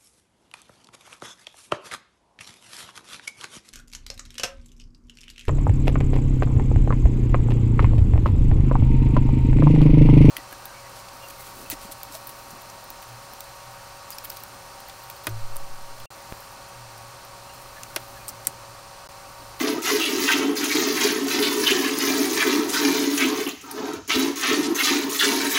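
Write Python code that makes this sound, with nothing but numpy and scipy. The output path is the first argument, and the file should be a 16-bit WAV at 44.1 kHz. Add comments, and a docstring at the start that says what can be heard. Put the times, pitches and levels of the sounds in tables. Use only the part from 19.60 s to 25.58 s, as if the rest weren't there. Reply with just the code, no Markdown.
"""Jets of milk, pulled by two hands in turn, strike a partly filled steel pail; strokes near 4 s are weak.
Each jet hisses through the froth as dense trains of tiny bubble rings; noise slaps add whole drops.
Hollows in the milk squelch as gliding resonances; spits, drips and ticks are short bursts or decaying tones.
Bubbles drum on the pail's air modes, large ones gulp as swelling tones, and the steel wall rings faintly.
A small shed adds dense reflections, a noise floor and two low rumbles."""
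import sys
import numpy as np
from scipy import signal
from scipy.fft import rfft, irfft
from scipy.io import wavfile
from scipy.ndimage import uniform_filter1d, map_coordinates

SR = 44100
rng = np.random.default_rng(int(sys.argv[2]) if len(sys.argv) > 2 else 0)


def output_pcm(signal):
    """Save a mono or channel-first signal as 16-bit PCM at the path in sys.argv[1].

    Samples are clipped to [-1, 1] before scaling.
    """
    pcm = np.clip(np.atleast_2d(signal).T, -1, 1) * 32767
    wavfile.write(sys.argv[1], SR, np.round(pcm).astype(np.int16))


N = 263718
TIME = np.arange(N) / SR


def amp(db):
    """Decibels to gain."""
    return 10 ** (np.asarray(db) / 20)


def unit(x):
    """Scales to an rms of 1."""
    return x / np.sqrt(np.mean(x ** 2) + 1e-20)


def read(points, hz):
    """Interpolates a table on a log-frequency axis."""
    point_hz, value = np.transpose(points)
    return np.interp(np.log(hz + 1), np.log(point_hz + 1), value)


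def add(mix, start_s, sound):
    """Mixes a sound in at start_s."""
    part = mix[max(round(start_s * SR), 0):][:len(sound)]
    part += sound[:len(part)]


def colour(x, spectrum):
    """Causal minimum-phase filter with the given spectrum, so that clicks keep a sharp front."""
    size = 4096
    log_gain = np.log(amp(read(spectrum, abs(np.fft.fftfreq(size, 1 / SR)))))
    min_phase = np.exp(np.conj(signal.hilbert(log_gain)))
    taps = np.fft.ifft(min_phase).real[:size // 2]
    return signal.oaconvolve(x, taps / np.linalg.norm(taps))[:len(x)]


def resonate(x, hz, width_hz):
    """One-pole resonance of gain 1 at a fixed or moving frequency."""
    turn = np.exp(2j * np.pi * np.cumsum(hz * np.ones(len(x))) / SR)
    r = np.exp(-np.pi * width_hz / SR)
    baseband = signal.lfilter([1 - r], [1, -r], x / turn + 1e-18)
    return 2 * (turn * baseband).real


def ringing(modes):
    """Impulse response of decaying modes, each with its gain at resonance."""
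    t = np.arange(SR // 3) / SR
    response = np.zeros(len(t))
    for hz, width_hz, db in modes:
        gain = amp(db) * 2 * np.pi * width_hz / SR
        response += gain * np.exp(-np.pi * width_hz * t) * np.cos(2 * np.pi * hz * t)
    return response


def wobble(rate_hz):
    """Smooth random signal of rms 1, with a Gaussian roll-off at the given rate."""
    hz = np.fft.rfftfreq(N, 1 / SR)
    return unit(irfft(rfft(rng.standard_normal(N)) * np.exp(-(hz / rate_hz) ** 2), N))


def drops(per_s, spread_db):
    """Random train of impacts of either sign, most small and a few large."""
    size = amp(spread_db * np.minimum(rng.exponential(1, N), 5))
    return unit(size * rng.choice([-1, 1], N) * (rng.random(N) < per_s / SR))


def pops(lo_hz, hi_hz, cycles, spread_db, clump_db, count, size):
    """Tiny bubbles, each ringing at its own rising pitch; like sizes clump. Even power per Hz."""
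    when, height, luck, polarity = rng.random((count, 4)).T
    field = rng.standard_normal((240, 9))  # time x pitch
    place = [when * (len(field) - 1), height * (field.shape[1] - 1)]
    clumps = map_coordinates(field, place, order=2, mode="nearest")
    hz = lo_hz * (hi_hz / lo_hz) ** height
    strength = hz * amp(spread_db * np.minimum(-np.log(luck), 5) + clump_db * clumps)
    age = np.arange(size) / size
    turns = hz[:, None] * np.arange(size) / SR
    envelope = np.exp(-turns / cycles) * (1 - age ** 2)
    ring = envelope * np.sin(2 * np.pi * turns * (1 + age / 10)) * np.sign(polarity - .5)[:, None]
    at = (when * N).astype(int)[:, None] + np.arange(size)
    return unit(np.bincount(at.ravel(), (strength[:, None] * ring).ravel(), N)[:N])


FADE_DB, FADE_CURVE = -21, 1.35  # drop reached after fade_s; exponent of the fade in dB


def swell(start_s, rise_s, length_s, fade_s):
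    """Rises from start_s, holds until length_s has passed, then fades ever faster."""
    late = np.maximum(TIME - start_s - length_s, 0) / fade_s
    return np.clip((TIME - start_s) / rise_s, 0, 1) * amp(np.maximum(FADE_DB * late ** FADE_CURVE, -200))


# Still-air spectrum. Each row: frequency in Hz, relative level in dB per Hz.
SHED_AIR = [(20, -12), (60, 8.5), (100, 12), (300, 5), (1000, -27), (3000, -10), (6500, 7), (8000, -11),
            (16000, -19)]
# Soft low rumbles. Each row: start in seconds, level in dB.
RUMBLES = [(4.35, -43), (4.53, -45)]


def background(rise_s=0.028):
    """Still air of the shed as coloured noise, and two brief rumbles as noise resonating at 80 Hz."""
    floor = amp(-52.0) * colour(rng.standard_normal(N), SHED_AIR)
    rumble = unit(resonate(resonate(rng.standard_normal(N), 80, 43), 80, 43))
    level = sum(amp(db) * swell(s, rise_s, rise_s, fade_s=0.078) for s, db in RUMBLES)
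    return floor + rumble * level


def echoes(t60, length_s, count):
    """Sets of dense reflections of energy 1, each band dying at its own speed."""
    size = int(length_s * SR)
    taps = rng.standard_normal((count, size))
    taps[:, :SR // 800] = 0  # gap before the first reflection
    hz, t, z = signal.stft(taps, SR, nperseg=256)
    tails = signal.istft(z * amp(-60 * t / read(t60, hz)[:, None]), SR)[1]
    return tails / np.linalg.norm(tails, axis=1, keepdims=True)


def reflect(x, t60, length_s, count):
    """Dense reflections without a steady pitch: many random sets crossfade in turn."""
    out, hop = np.zeros(N + SR), N // count + 1
    window = np.sin(np.pi * np.arange(2 * hop) / (2 * hop))
    padded = np.pad(x, (hop, 2 * hop))
    for k, tail in enumerate(echoes(t60, length_s, count=count + 1)):
        piece = padded[k * hop:][:2 * hop] * window
        add(out, k * hop / SR, signal.fftconvolve(piece, tail))
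    return out[hop:hop + N]


# Steel wall modes. Each row: frequency in Hz, width in Hz, relative gain in dB.
STEEL_MODES = [(658, 28, 8), (755, 21, 15), (925, 15, 13.5), (971, 18, -4), (1070, 32, -11), (1295, 38, 8),
               (1507, 60, -4.5), (1712, 16, -14), (1830, 31, -11.5), (2020, 18, -18), (2240, 14, -4),
               (2360, 13, 2), (3056, 69, 2), (3785, 33, 0)]


def pail(x):
    """Sound bounces between the walls and sets the steel modes ringing."""
    t60 = [(500, 0.056), (12000, 0.028)]  # Hz, s
    inside = amp(-1.5) * x + amp(-5.5) * reflect(x, t60, length_s=1 / 10, count=96)
    return inside + amp(-6) * signal.oaconvolve(inside, ringing(STEEL_MODES))[:N]


# Stray drops on the bare wall. Each row: start in seconds, relative level in dB.
TICKS = [(1.487, -39), (1.683, -24), (2.387, -14.5), (2.712, -25), (3.148, -25), (3.875, -26), (4.062, -44),
         (4.113, -22.5), (5.763, -22)]
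# Tick spectrum. Each row: frequency in Hz, relative level in dB per Hz.
TICK_SPECTRUM = [(1000, -22), (6500, -3), (8000, -11), (9500, 1), (15500, -2)]


def ticks(fade_s=0.002):
    """Stray drops hit the bare steel with a thin, bright snap of decaying noise."""
    envelope, t = np.zeros(N), np.arange(SR // 20) / SR
    for s, db in TICKS:
        add(envelope, s, amp(db) * np.exp(-t / fade_s))
    return colour(envelope * rng.standard_normal(N), TICK_SPECTRUM)


# Drops that trap a bubble. Each row: start in seconds, relative level in dB, starting pitch in Hz,
# decay time in seconds.
DRIPS = [(1.442, -11, 4700, 0.0022), (3.8655, -17.5, 2910, 0.0035), (4.504, -14, 2080, 0.005),
         (5.156, -17, 6150, 0.0027)]


def drips(rise_s=0.0012, glide_per_s=0.32):
    """A single drop traps a bubble that starts at once, rises slightly in pitch and dies away."""
    out, t = np.zeros(N), np.arange(SR // 6) / SR
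    for s, db, hz, decay_s in DRIPS:
        turns = np.cumsum(hz * (1 + glide_per_s * t)) / SR
        envelope = np.minimum(t / rise_s, 1) * np.exp(-t / decay_s)
        add(out, s, amp(db) * envelope * np.sin(2 * np.pi * turns))
    return out


# Large bubbles swinging with the pail air. Each row: start in seconds, swell time constant in seconds
# (the peak comes after two), peak in dB, pitch at the peak in Hz.
GULPS = [(0.308, 0.006, -17, 417), (0.335, 0.011, -16.5, 423), (0.825, .012, -16, 274),
         (1.43, 0.015, -22, 410), (1.6, 0.019, -19.5, 277.7), (1.796, 0.01, -18, 414),
         (1.963, 0.0074, -19, 408), (2.109, 0.0055, -20, 390), (2.595, 0.008, -14.5, 286),
         (2.873, 0.0043, -19, 343), (2.925, 0.012, -17, 286.4), (2.989, 0.0046, -12, 287),
         (3.235, .02, -16, 275.4), (3.36, 0.062, -26.5, 280), (3.61, 0.012, -22.5, 274),
         (4.55, 0.022, -17, 267), (4.9, 0.0113, -21, 426), (4.988, 0.005, -18.5, 315),
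         (5.103, 0.0047, -13.5, 330)]


def gulps(glide=0.0049):
    """A large bubble swells and dies away as a tone, rising a little in pitch."""
    out, t = np.zeros(N), np.arange(SR // 2) / SR
    for s, swell_s, db, hz in GULPS:
        age = t / swell_s
        swing = age ** 2 * np.exp(-age)
        turns = np.cumsum(hz * (1 + glide * (age - 2))) / SR
        add(out, s, amp(db) * swing / swing.max() * np.sin(2 * np.pi * turns))
    return out


# Air dragged under comes up. Each row: start in seconds, rise in seconds, length in seconds,
# relative level in dB.
CLOUDS = [(-0.05, 0.027, 0.22, -21), (0.295, 0.019, 0.13, -25.5), (0.46, 0.045, 0.2, -22.5),
          (0.676, 0.12, 0.25, -20), (0.968, 0.069, 0.1, -23), (1.134, 0.017, 0.21, -21),
          (1.387, 0.048, 0.31, -23), (1.724, 0.039, 0.32, -21.5), (2.098, 0.012, 0.31, -22),
          (2.417, 0.039, 0.36, -21.5), (2.82, 0.043, 0.28, -21.5), (3.174, 0.06, 0.36, -20.5),
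          (3.599, 0.023, 0.14, -21.5), (3.771, 0.014, 0.11, -26.5), (4.031, 0.0096, 0.17, -43.5),
          (4.115, 0.095, 0.23, -26), (4.541, 0.013, 0.16, -23), (4.862, 0.05, 0.26, -21),
          (5.28, 0.035, 0.19, -22.5), (5.621, 0.02, 0.26, -22.5)]
CLOUD_SAG_DB_PER_S, CLOUD_FADE_S = -13, 0.092
SKIM_CHURN_DB = -4.5  # steady bubbling, relative to the jet's hiss


def rising_air(jet):
    """Strength of the bubbling: one cloud after another, and a trickle under the running jet."""
    power = (amp(SKIM_CHURN_DB) * jet) ** 2
    for s, rise_s, length_s, db in CLOUDS:
        sag_db = CLOUD_SAG_DB_PER_S * np.maximum(TIME - s, 0)
        power = power + (amp(db + sag_db) * swell(s, rise_s, length_s, CLOUD_FADE_S)) ** 2
    return np.sqrt(power)


# Pail air modes. Each row: frequency in Hz, width in Hz, relative gain in dB.
AIR_MODES = [(151, 18, -5), (291, 4.5, 4), (276.1, 23.6, 12), (322.6, 73, 0), (396.7, 22, -2),
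             (426.5, 13.3, -1)]
# Drumming spectrum. Each row: frequency in Hz, relative level in dB per Hz.
BUBBLE_SPECTRUM = [(30, -25), (100, -15.5), (180, -11), (260, -2), (430, 7), (490, -24), (900, -1.5),
                   (2500, -67)]


def churn(air, steadiness=0.88):
    """Air dragged under the milk bubbles up and drums on the air column of the pail."""
    drumming = signal.oaconvolve(drops(per_s=390, spread_db=2.0), ringing(AIR_MODES))[:N]
    boom = unit(colour(drumming, BUBBLE_SPECTRUM))
    # divide by the short-term level: slow swells of the drumming are evened out, the quick throb stays
    power = abs(uniform_filter1d(boom ** 2, size=SR // 14)) + 1e-6
    return amp(-2.0) * unit(boom / power ** (steadiness / 2)) * air


# Gurgle spectrum. Each row: frequency in Hz, relative level in dB per Hz.
GURGLE_SPECTRUM = [(60, -10), (200, 3.5), (450, 1), (650, -5.5), (820, -7.5), (1000, -0.5), (1300, -5),
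                   (2200, -14.5)]


def gurgle(air):
    """Middling bubbles burst where the milk churns, varying less in level than the drumming."""
    bubbles = pops(438, 1780, cycles=5.2, spread_db=0.5, clump_db=1.0, count=4200, size=640)
    return amp(-24.0) * unit(colour(bubbles, GURGLE_SPECTRUM)) * air ** 0.7


# Spray where a jet catches or breaks. Each row: start in seconds, relative level in dB.
SPITS = [(0.274, -40), (0.646, -27), (0.718, -24.5), (1.042, -25), (1.411, -26), (1.439, -26),
         (2.106, -22.5), (3.578, -22), (3.888, -32), (4.012, -45), (4.334, -38), (4.555, -29), (4.811, -29),
         (5.154, -35), (5.246, -24.5)]
# Spit spectrum. Each row: frequency in Hz, relative level in dB per Hz.
SPIT_SPECTRUM = [(500, -31), (2500, 4.5), (4500, -7), (6600, 10), (8200, -2), (11500, 0), (13900, -13),
                 (14700, -1), (16000, 6)]
START_SPIT_DB = -3.5  # spit at a jet's start, relative to its spray entry


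def spits(fade_s=0.0095, snap_db=15):
    """A snap and a short noise burst of drops too fine to tell apart, also at the jet starts after 0 s."""
    burst, snaps, t = np.zeros(N), np.zeros(N), np.arange(SR // 10) / SR
    starts = [(s, spray_db + START_SPIT_DB) for s, *_, spray_db in STROKES if s > 0]
    for s, db in SPITS + starts:
        add(burst, s, amp(db) * np.exp(-t / fade_s))
        add(snaps, s, amp([db + snap_db]))
    return amp(4.5) * colour(burst * rng.standard_normal(N) + snaps, SPIT_SPECTRUM)


# Hollows dug in the milk. Each row: start in seconds, rise in seconds, length in seconds, relative level
# in dB, pitch in Hz, glide in octaves, width as a share of the pitch at mid-length.
SQUELCHES = [(0.255, 0.011, 0.058, -22.5, 1860, -0.97, 1.5), (0.379, 0.038, 0.11, -23, 3030, -0.16, .28),
             (0.658, 0.019, 0.058, -20, 2100, -1.9, 0.64), (0.684, 0.0082, 0.022, -25, 1620, 0.05, .4),
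             (0.71, .002, 0.033, -18, 2710, 0.35, 0.49), (0.999, 0.022, 0.068, -28, 2260, -0.2, 1.3),
             (1.095, .012, 0.038, -24, 2260, 0.27, 0.23), (1.356, 0.012, 0.079, -27.5, 1880, 0.05, 0.7),
             (1.82, .008, 0.068, -21, 3570, -0.019, 0.55), (2.062, 0.004, 0.021, -15.5, 3150, -0.14, 0.16),
             (2.081, 0.0046, 0.046, -19.5, 2500, 0.77, 0.47), (2.234, .006, 0.067, -26, 2200, 0, .7),
             (2.778, 0.036, 0.062, -19.5, 2100, -1.4, 0.73), (3.123, 0.012, 0.058, -28, 1360, 0.44, 0.26),
             (3.588, 0.023, 0.064, -19, 2200, 0.71, 0.54), (3.869, 0.00088, 0.058, -33, 3100, 0.87, 0.34),
             (4.03, 0.018, 0.13, -43.5, 1036, -0.27, 0.29), (4.155, 0.016, 0.19, -38.5, 940, 0.54, 0.83),
             (4.501, 0.00076, 0.064, -21, 2950, 0.73, 0.82), (4.813, 0.024, 0.135, -22.5, 2250, 0.11, 1),
             (5.023, .01, 0.053, -28, 4680, 0.12, 1), (5.178, 0.016, 0.03, -20, 2400, -.5, .6),
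             (5.204, .002, 0.021, -21, 2000, -0.5, 0.81), (5.232, .003, 0.074, -23, 3800, -0.5, 0.63),
             (5.585, 0.018, 0.056, -17, 3350, -0.25, 0.47), (5.599, .01, 0.056, -20.5, 1770, -0.42, 0.3),
             (5.631, 0.011, .035, -20, 6450, 0, 0.32), (5.799, 0.021, 0.074, -29, 1650, 0.12, 0.69)]
DIP_OCTAVES = 0.17  # sink in pitch while the hollow is deepest
DEEP_DB = -12  # table level of a fully open hollow


def squelches(fall_s=0.0041, cut_hz=950, sag_db=-2.5):
    """Drops ring the hollow; depth lowers its pitch, closing raises it, and a glide is added."""
    out, impacts = np.zeros(N), drops(per_s=3800, spread_db=2.5)
    for s, rise_s, length_s, db, pitch_hz, glide, width_share in SQUELCHES:
        u = np.linspace(0, 1, int(length_s * SR))
        hz = pitch_hz * 2 ** (glide * (u - .5) + DIP_OCTAVES * (.5 - np.sin(np.pi * u)))
        width_hz = width_share * hz[len(u) // 2]
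        drive = np.roll(impacts, -int(s * SR))[:len(u)]
        # high-pass the drive, so that the squelch keeps to its pitch without low thumps
        highpass = signal.butter(3, min(cut_hz, .7 * hz.min()), "high", fs=SR, output="sos")
        drive = signal.sosfilt(highpass, drive)
        hollow = resonate(resonate(drive, hz, width_hz), hz, 2 * width_hz)
        hollow = unit(resonate(hollow, hz, 2 * pitch_hz))
        opening = np.clip(np.minimum(u * length_s / rise_s, (1 - u) * length_s / fall_s), 0, 1)
        add(out, s, amp(db + sag_db * (u - .5)) * hollow * opening)
    return amp(-3.5) * out


def hollow_open():
    """How far a hollow stands open in the milk, 0-1: the louder its squelch, the deeper it is."""
    depth = np.zeros(N)
    for s, _, length_s, db, *_ in SQUELCHES:
        depth += amp(db - DEEP_DB) * np.sin(np.pi * np.clip((TIME - s) / length_s, 0, 1))
    return np.minimum(depth, 1)


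# Pulls on a teat. Each row: start in seconds, delay until the jet pierces the froth in seconds, length of
# the squeeze in seconds, fade in seconds, then relative levels of splash, hiss and spray in dB.
STROKES = [(-0.15, 0.077, 0.21, 0.24, -26.5, -29, -32.5), (0.22, 0.021, 0.45, 0.24, -27, -26.5, -29.5),
           (0.585, 0.1, 0.086, 0.4, -22, -24.5, -29.5), (0.955, 0.15, 0.26, 0.88, -24.5, -24.5, -30),
           (1.345, 0.058, 0.12, 0.39, -23, -26.5, -29.5), (1.67, 0.024, 0.42, 0.093, -26, -28, -29.5),
           (1.997, 0.028, 0.32, 0.2, -26, -26.5, -29), (2.37, 0.022, 0.31, 0.33, -25.5, -27, -27.5),
           (2.703, 0.061, 0.22, 0.37, -24.5, -25.5, -28.5), (3.086, 0.042, 0.33, 0.32, -24, -25.5, -28.5),
           (3.502, 0.063, 0.12, 0.38, -25, -28, -31), (3.763, 0.0049, 0.033, 0.18, -30, -31, -34),
           (4.009, 0.065, 0.17, .05, -48, -46, -50.5), (4.14, 0.029, 0.23, 0.041, -39, -41.5, -48),
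           (4.478, 0.0094, 0.15, 0.18, -26.5, -27.5, -32), (4.758, 0.064, 0.14, 0.4, -26, -27, -30.5),
           (5.148, 0.081, 0.14, 0.35, -22, -23.5, -28), (5.495, 0.11, 0.37, 0.15, -25, -25, -28),
           (5.895, 0.045, 0.12, 0.13, -20.5, -25.5, -26)]
OPEN_S, PIERCE_S = 0.012, 0.013
# Each layer: level while skimming the froth in dB, sag in dB per s, share of the stroke's fade time.
SPLASH_SHAPE, HISS_SHAPE, SPRAY_SHAPE = (-8.5, -18.5, 0.76), (-6, -15, 0.73), (-0.33, -11.5, 1)


def flow(shape, axis):
    """Layer strength: the jet opens, pierces the froth, sags with the grip, fades as the teat empties."""
    skim_db, sag_db_per_s, fade_share = shape
    power = np.zeros(N)
    for s, delay_s, length_s, fade_s, *levels_db in STROKES:
        under_s = np.maximum(TIME - s - delay_s, 0)
        skim = np.maximum(1 - under_s / PIERCE_S, 0)
        db = levels_db[axis] + skim_db * skim + sag_db_per_s * under_s
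        power += (amp(db) * swell(s, OPEN_S, length_s, fade_s * fade_share)) ** 2
    return np.sqrt(power)


# Jet layer spectra. Each row: frequency in Hz, relative level in dB per Hz.
SPLASH_SPECTRUM = [(60, -29), (200, -11), (500, -17.5), (800, -19), (1100, -1), (1420, -7), (1800, 0.5),
                   (3000, -3.5), (4000, -3), (5500, -32.5), (9000, -15)]
HISS_SPECTRUM = [(1500, -41), (3000, -14), (4100, 0), (5000, 0.5), (6600, -0.5), (7400, -13), (8300, -19),
                 (11000, -18)]
SPRAY_SPECTRUM = [(3000, -8), (6500, 7.5), (8200, -0.5), (10000, 3.5), (11600, 5), (13000, -1), (13950, 0),
                  (14600, 5), (15300, 4.5), (16000, 5.5)]
SLAP_SPECTRUM = [(200, -44), (900, -8), (1800, 6.5), (3500, 4), (6600, 2.5), (8500, -16)]
CRACKLE_S = 0.0016  # decay after a whole drop lands


def jets(jet):
    """The stream breaks into drops that splash, burst the froth and throw spray, sputtering together."""
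    sputter = wobble(rate_hz=92)
    splash = pops(595, 5400, cycles=1.36, spread_db=0.5, clump_db=0.5, count=8000, size=280)
    hiss = pops(2670, 8530, cycles=1.8, spread_db=2.0, clump_db=2.5, count=15000, size=96)
    spray = pops(5570, 16200, cycles=6.8, spread_db=3.0, clump_db=3.5, count=26000, size=64)
    splash = unit(colour(splash, SPLASH_SPECTRUM) * amp(0.24 * sputter)) * flow(SPLASH_SHAPE, axis=0)
    hiss = unit(colour(hiss, HISS_SPECTRUM) * amp(1.5 * sputter)) * jet
    spray = unit(colour(spray, SPRAY_SPECTRUM) * amp(0.43 * sputter)) * flow(SPRAY_SHAPE, axis=2)
    # a few whole drops slap the surface with a sharp front and crackle briefly in the froth
    age_s = np.arange(SR // 50) / SR
    hits = signal.oaconvolve(abs(drops(per_s=30, spread_db=0.5)), np.exp(-age_s / CRACKLE_S))[:N]
    slaps = unit(colour(hits * rng.standard_normal(N), SLAP_SPECTRUM)) * jet
    return amp(-4.5) * splash + amp(-3.5) * hiss + amp(-2.5) * spray + amp(-8.0) * slaps


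# Shed reverberation. Each row: frequency in Hz, t60 in seconds.
SHED_T60 = [(250, 0.31), (700, 0.1), (1800, 0.91), (4500, 0.73), (8000, 0.42), (12000, 0.34)]
STALL_DB = -6  # drumming lost while a hollow is fully open


def scene():
    """Everything in the pail, with the shed around it."""
    jet, hollow = flow(HISS_SHAPE, axis=1), hollow_open()
    air = rising_air(jet)
    surface = jets(jet) + gurgle(air) + squelches() + spits() + drips() + ticks()
    milk = pail(surface) + churn(air) * amp(STALL_DB * hollow) + gulps()
    shed = reflect(milk, SHED_T60, length_s=1 / 2, count=20)
    return (milk + amp(-10.5) * shed + background())[None]


def record(dry):
    """Band limit: a steep linear-phase low-pass."""
    edge_hz = 15820
    taps = signal.firwin(511, edge_hz, window=("kaiser", 9), fs=SR)
    return signal.oaconvolve(dry, taps[None], "same")


dry = scene()
out = record(dry)
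output_pcm(out)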